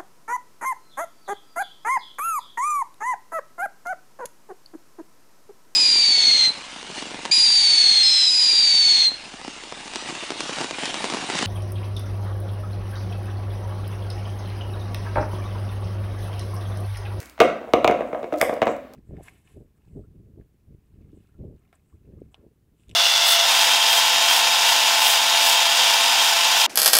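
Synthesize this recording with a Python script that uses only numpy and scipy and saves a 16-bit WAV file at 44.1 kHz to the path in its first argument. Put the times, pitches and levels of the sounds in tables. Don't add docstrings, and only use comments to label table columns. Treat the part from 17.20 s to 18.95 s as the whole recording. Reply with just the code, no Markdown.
import sys
import numpy as np
from scipy import signal
from scipy.fft import rfft, irfft
from scipy.io import wavfile
from scipy.ndimage import uniform_filter1d, minimum_filter1d

SR = 44100
rng = np.random.default_rng(int(sys.argv[2]) if len(sys.argv) > 2 else 0)


def generate_wav(sig):
    pcm = np.round(np.clip(np.atleast_2d(sig).T, -1, 1) * 32767).astype(np.int16)
    wavfile.write(sys.argv[1], SR, pcm)


N = 77175

# start in seconds, level in dB.
TICK_EVENTS = [(.003, -27), (0.0282, -37), (.039, -56), (.058, -34.5), (.074, -57), (0.0973, -34.5),
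               (1.131, -38.5), (1.16, -42), (1.176, -39), (1.183, -34), (1.1868, -33), (1.1983, -32),
               (1.206, -40), (1.3391, -34), (1.4566, -38), (1.516, -41.5), (1.5653, -42.5), (1.7363, -37.5)]
# time in seconds, level in dB.
PEEL_LEVEL = [(0, -39), (.05, -47), (.1, -52), (.14, -74), (.5, -58), (.72, -57), (.9, -55.5), (1.11, -59),
              (1.14, -60), (1.2, -48), (1.25, -52), (1.44, -66), (1.52, -62), (1.62, -90), (1.75, -64)]
# frequency in Hz, gain in dB.
TICK_TONE = [(500, -22), (2000, -14), (4500, 2), (9000, -5.5), (13000, -8.5), (16000, -7)]
PEEL_TONE = [(500, -3.5), (2200, 7.5), (4000, -14), (6000, -7), (8500, -8), (16000, -25)]
# time in seconds, gain of the small bubbles in dB.
SQUEEZE_EFFORT = [(0, -39), (.16, -65), (.3, -26.5), (.48, -31.5), (.62, -42), (.74, -30.5), (.87, -33.5),
                  (.92, -25), (1.1, -45.5), (1.15, -35), (1.19, -48), (1.25, -25.5), (1.39, -29),
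                  (1.54, -31), (1.62, -42), (1.75, -40.5)]
# start in seconds, ring level in dB, crack level in dB,
# final pitch in Hz, opening time in ms, ring decay in ms.
POP_EVENTS = [(.1788, -26.5, -45, 680, 0.8, 1.1), (.191, -26, -39, 576, 0.85, 5.1),
              (.2022, 2, -5.5, 1003, 0.88, 0.73), (0.2047, 1.5, -5, 468, 0.51, 2.1),
              (0.2093, 1, -22, 649, 0.54, 3.3), (.217, -2.5, -17, 489, 0.71, 2.13),
              (.5357, 3.5, -12, 455, 1., 1.26), (.645, 2, -14, 536, 0.97, 1.37),
              (.677, 0, -12.5, 485, 0.92, 0.79), (0.6964, -4.5, -48, 484, 0.77, 1.16),
              (.7115, -5, -25.5, 547, 0.68, 1.45), (.7232, -11, -48, 528, 0.72, 2.5),
              (.7895, -15.5, -61, 510, 0.572, 2), (.807, -11, -43, 542, 0.47, 2.9),
              (.82, -15, -55, 600, 0.75, 1.4), (.9295, -13, -50, 515, 0.97, 3.1),
              (0.947, -13, -52, 603, 0.75, 2.9), (1.03, -18.5, -42.5, 473, 0.62, 1.8),
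              (1.042, -17, -42, 483, 0.75, 1.5), (1.1242, -11.5, -46, 554, 0.62, 3.7),
              (1.129, -26, -38, 311, 0.65, 7.2), (1.139, -14.5, -34, 605, 0.8, 8.9),
              (1.209, -15.5, -52, 1192, .7, 3.4), (1.2135, -6, -19.5, 610, 1., 2.05),
              (1.2262, -6, -53, 537, 0.756, 3.6), (1.2945, -8, -45, 540, 0.78, 2.1),
              (1.3286, -13, -47, 544, 0.46, 2.9), (1.3665, -20, -52, 550, 0.624, 3.2),
              (1.4182, -1, -23, 542, 0.84, 0.97), (1.427, -6, -28, 552, 0.68, 2.8),
              (1.4343, -17.5, -31, 546, 0.69, 2.8), (1.4692, -4.5, -29, 572, 0.76, 1.1),
              (1.478, -11, -31, 650, 0.82, 0.4), (1.488, -12.5, -45, 528, .7, 3.3),
              (1.4955, -15.5, -53, 533, 0.37, 2.6), (1.515, -31, -54, 495, .6, 1.8)]
# frequency in Hz, gain in dB.
CRACK_TONE = [(300, 11.5), (1500, 11.5), (3800, 7), (6000, -1.5), (8000, -9), (10500, -15.5),
              (13000, -17.5), (16000, -14)]
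SMACK_TONE = [(300, -19), (850, 2), (1250, 13), (1700, -3.5), (2150, 12), (2850, 6.5), (3150, -5.5),
              (3750, 3.5), (4500, -15.5), (6200, -9), (8000, -26), (16000, -51)]
# frequency in Hz, gain in dB.
SPLAT_TONE = [(150, -8), (500, -9), (1200, 15), (1700, 17.5), (2200, 16), (2800, -1), (3500, 8.5),
              (4200, -12), (4900, 8), (6500, -2.5), (8500, 1), (10400, -6), (12000, -2), (14000, -9),
              (16000, -16)]
HISS_TONE = [(3000, -19), (5500, -2), (7500, 9), (9500, -14), (16000, -26)]
# band frequency in Hz, level in dB, seconds to fade by 60 dB.
TAIL_BANDS = [(59, 2, 0.67), (128, -5.5, 1), (288, 1, 0.57), (417, -7, 0.33), (695, -2.5, 0.45),
              (833, -12.5, 0.32), (1120, -3.5, 0.38), (1580, -7.5, 0.58), (2400, -4.5, 0.43),
              (3200, -7.5, 0.49), (6040, -7.5, 0.43), (10900, -3.5, 0.3), (15000, -7, 0.21)]
# frequency in Hz, level in dB, seconds to fade by 60 dB.
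STANDING_WAVES = [(163.8, 6.5, 0.44), (218.9, 7, 0.84), (258.7, 3.5, 0.97), (313, 6, 0.36),
                  (421.3, 3.5, 0.13), (478.7, 2.5, 0.14), (509, -7, 0.7), (528, -10, 1), (567, -6.5, 1),
                  (681.6, -0.5, 0.38), (711, 8, 0.33), (1007, -8, .4), (1220, -15, 0.48), (2232, 3, 0.13)]
# delay in seconds, level in dB.
REFLECTIONS = [(.0063, -13), (.0088, -19), (0.0172, -21.5)]
# frequency in Hz, gain in dB.
REFLECTION_TONE = [(200, -0.5), (1500, -1), (4000, -2), (8000, -8), (16000, -5)]
AIR_TONE = [(25, 7), (60, 20), (100, -0.5), (200, -9), (600, -16), (1000, 2.5), (2200, -12.5),
            (4000, -16.5), (8000, -32.5), (16000, -28)]
MIC_TONE = [(25, -76), (60, -2.5), (120, -3), (250, 11), (700, -0.5), (900, -4), (1600, -1), (2300, 2),
            (5000, 0), (16000, 5.5)]


def undb(db):
    return 10 ** (np.asarray(db) / 20)


def curve(rows):
    return undb(np.interp(np.arange(N) / SR, *np.array(rows).T))


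def add(out, at_s, sound):
    start = int(np.clip(round(at_s * SR), 0, N - 1))
    out[start:start + len(sound)] += sound[:N - start]


def colour(x, points):
    size = 2 * N
    hz, db = np.array(points).T
    log_hz = np.log(np.arange(N + 1) * SR / size + 1)
    gain = undb(np.interp(log_hz, np.log(hz), db))
    cepstrum = irfft(np.log(gain))
    cepstrum[1:N] *= 2
    cepstrum[N + 1:] = 0
    return irfft(rfft(x, size) * np.exp(rfft(cepstrum)))[:N]


def snap(decay_s, size=2048, passes=3):
    envelope = np.exp(-np.arange(size) / SR / decay_s)
    burst = rng.standard_normal(size) * envelope
    for _ in range(passes):
        spectrum = rfft(burst)
        burst = irfft(spectrum / (np.abs(spectrum) + 1e-12)) * envelope ** .25
    return burst * np.linalg.norm(envelope) / np.linalg.norm(burst)


def ticks(grain_samples=20, grain_spread_db=7.5):
    clicks = np.zeros(N)
    for at_s, db in TICK_EVENTS:
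        add(clicks, at_s, undb(db) * snap(decay_s=.0013))
    grains = rng.standard_normal(N)
    grain_db = grain_spread_db * np.minimum(rng.standard_normal(N), 2)
    grains *= undb(np.repeat(grain_db, grain_samples)[:N])
    crackle = colour(grains / grains.std(), PEEL_TONE) * curve(PEEL_LEVEL)
    return colour(clicks, TICK_TONE) + crackle


def pocket(final_hz, open_ms, decay_ms, size=3000):
    tear_hz, overtone_ratio, overtone_db, thud_ms = 2637, 2.099, -15.5, .32
    ms = np.arange(size) / SR * 1000
    closed = np.exp(-ms / open_ms)
    phase_step = 2 * np.pi * (final_hz + (tear_hz - final_hz) * closed) / SR
    phase = np.cumsum(phase_step)
    since_open_ms = ms - 2.76 * open_ms
    swell = (1 - closed) ** 2.46
    fade = 1 / np.sqrt(1 + np.exp(np.minimum(2 * since_open_ms / decay_ms, 100)))
    overtone = undb(overtone_db) / overtone_ratio * np.cos(overtone_ratio * phase)
    flow = swell * fade * (np.cos(phase) + overtone) / phase_step
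    thud = (1 - closed) * np.exp(-(since_open_ms / thud_ms) ** 2)
    thud_db = -13 - 28 * np.log2(max(final_hz / 512, 1))
    return -undb(1) * np.gradient(flow) - undb(thud_db) * thud


def bubbles(per_s=130, centre_hz=568, spread_db=3):
    out = np.zeros(N)
    for slot, (jitter, strength, pitch) in enumerate(rng.standard_normal((400, 3))):
        at_s = (slot + jitter / 2) / per_s
        if 0 < at_s < N / SR:
            ring = pocket(centre_hz * np.exp(.18 * pitch), open_ms=.5355, decay_ms=1.55)
            add(out, at_s, undb(spread_db * strength) * ring)
    return out * curve(SQUEEZE_EFFORT)


def pops():
    rings, cracks, smacks = np.zeros((3, N))
    for at_s, ring_db, crack_db, final_hz, open_ms, decay_ms in POP_EVENTS:
        add(rings, at_s, undb(ring_db) * pocket(final_hz, open_ms, decay_ms))
        add(cracks, at_s, undb(crack_db) * snap(decay_s=.00065))
        smack_db = (ring_db + crack_db) / 2 - 11
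        add(smacks, at_s, undb(smack_db) * snap(decay_s=.0062))
    return rings + colour(smacks, SMACK_TONE), colour(cracks, CRACK_TONE)


def splat(at_s=1.2137):
    out = np.zeros(N)
    add(out, at_s, undb(-11.5) * snap(decay_s=.0014))
    return colour(out, SPLAT_TONE)


def hiss(peak_s=1.5, width_s=.031):
    swell = np.exp(-((np.arange(N) / SR - peak_s) / width_s) ** 2)
    return undb(-51.5) * swell * colour(rng.standard_normal(N), HISS_TONE)


def room(x, build_s=.0058):
    t = np.arange(N) / SR
    hz, db, t60 = np.array(TAIL_BANDS).T
    noise = rfft(rng.standard_normal(N))
    log_hz = np.log(np.arange(len(noise)) * SR / N + 1)
    build_up = 1 - np.exp(-(t / build_s) ** 2)
    response = np.zeros(N)
    for share, band_db, band_t60 in zip(np.eye(len(hz)), db, t60):
        band = irfft(noise * np.interp(log_hz, np.log(hz), share), N)
        fade = np.exp(-np.log(1000) * t / band_t60) * build_up
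        response += undb(band_db) * fade / np.linalg.norm(fade) * band
    for mode_hz, mode_db, mode_t60 in STANDING_WAVES:
        decay_rate = np.log(1000) / mode_t60
        hum = np.exp(-decay_rate * t) * np.sin(2 * np.pi * mode_hz * t)
        response += undb(mode_db) * 2 * decay_rate / SR * hum
    near = np.zeros(N)
    for delay_s, echo_db in REFLECTIONS:
        add(near, delay_s, undb([echo_db]))
    return signal.fftconvolve(x, response + colour(near, REFLECTION_TONE))[:N]


def scene(crack_send_db=-7, splat_send_db=-1.5, air_db=-51):
    rings, cracks = pops()
    slime = rings + bubbles() + ticks() + hiss()
    landing = splat()
    reverb = room(slime + undb(crack_send_db) * cracks + undb(splat_send_db) * landing)
    air = colour(rng.standard_normal(N), AIR_TONE)
    return (slime + cracks + landing + reverb + undb(air_db) * air / air.std())[None]


def record(dry):
    limit_db, hold_s, top_hz = -.45, .0027, 16000
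    mic = colour(dry[0], MIC_TONE)
    hold = int(hold_s * SR)
    needed_gain = 1 / np.maximum(np.abs(mic) / undb(limit_db), 1)
    smooth_gain = uniform_filter1d(minimum_filter1d(needed_gain, hold), hold)
    lowpass = signal.ellip(8, .2, 70, top_hz, fs=SR, output="sos")
    return signal.sosfilt(lowpass, mic * smooth_gain)[None]


dry = scene()
out = record(dry)
generate_wav(out)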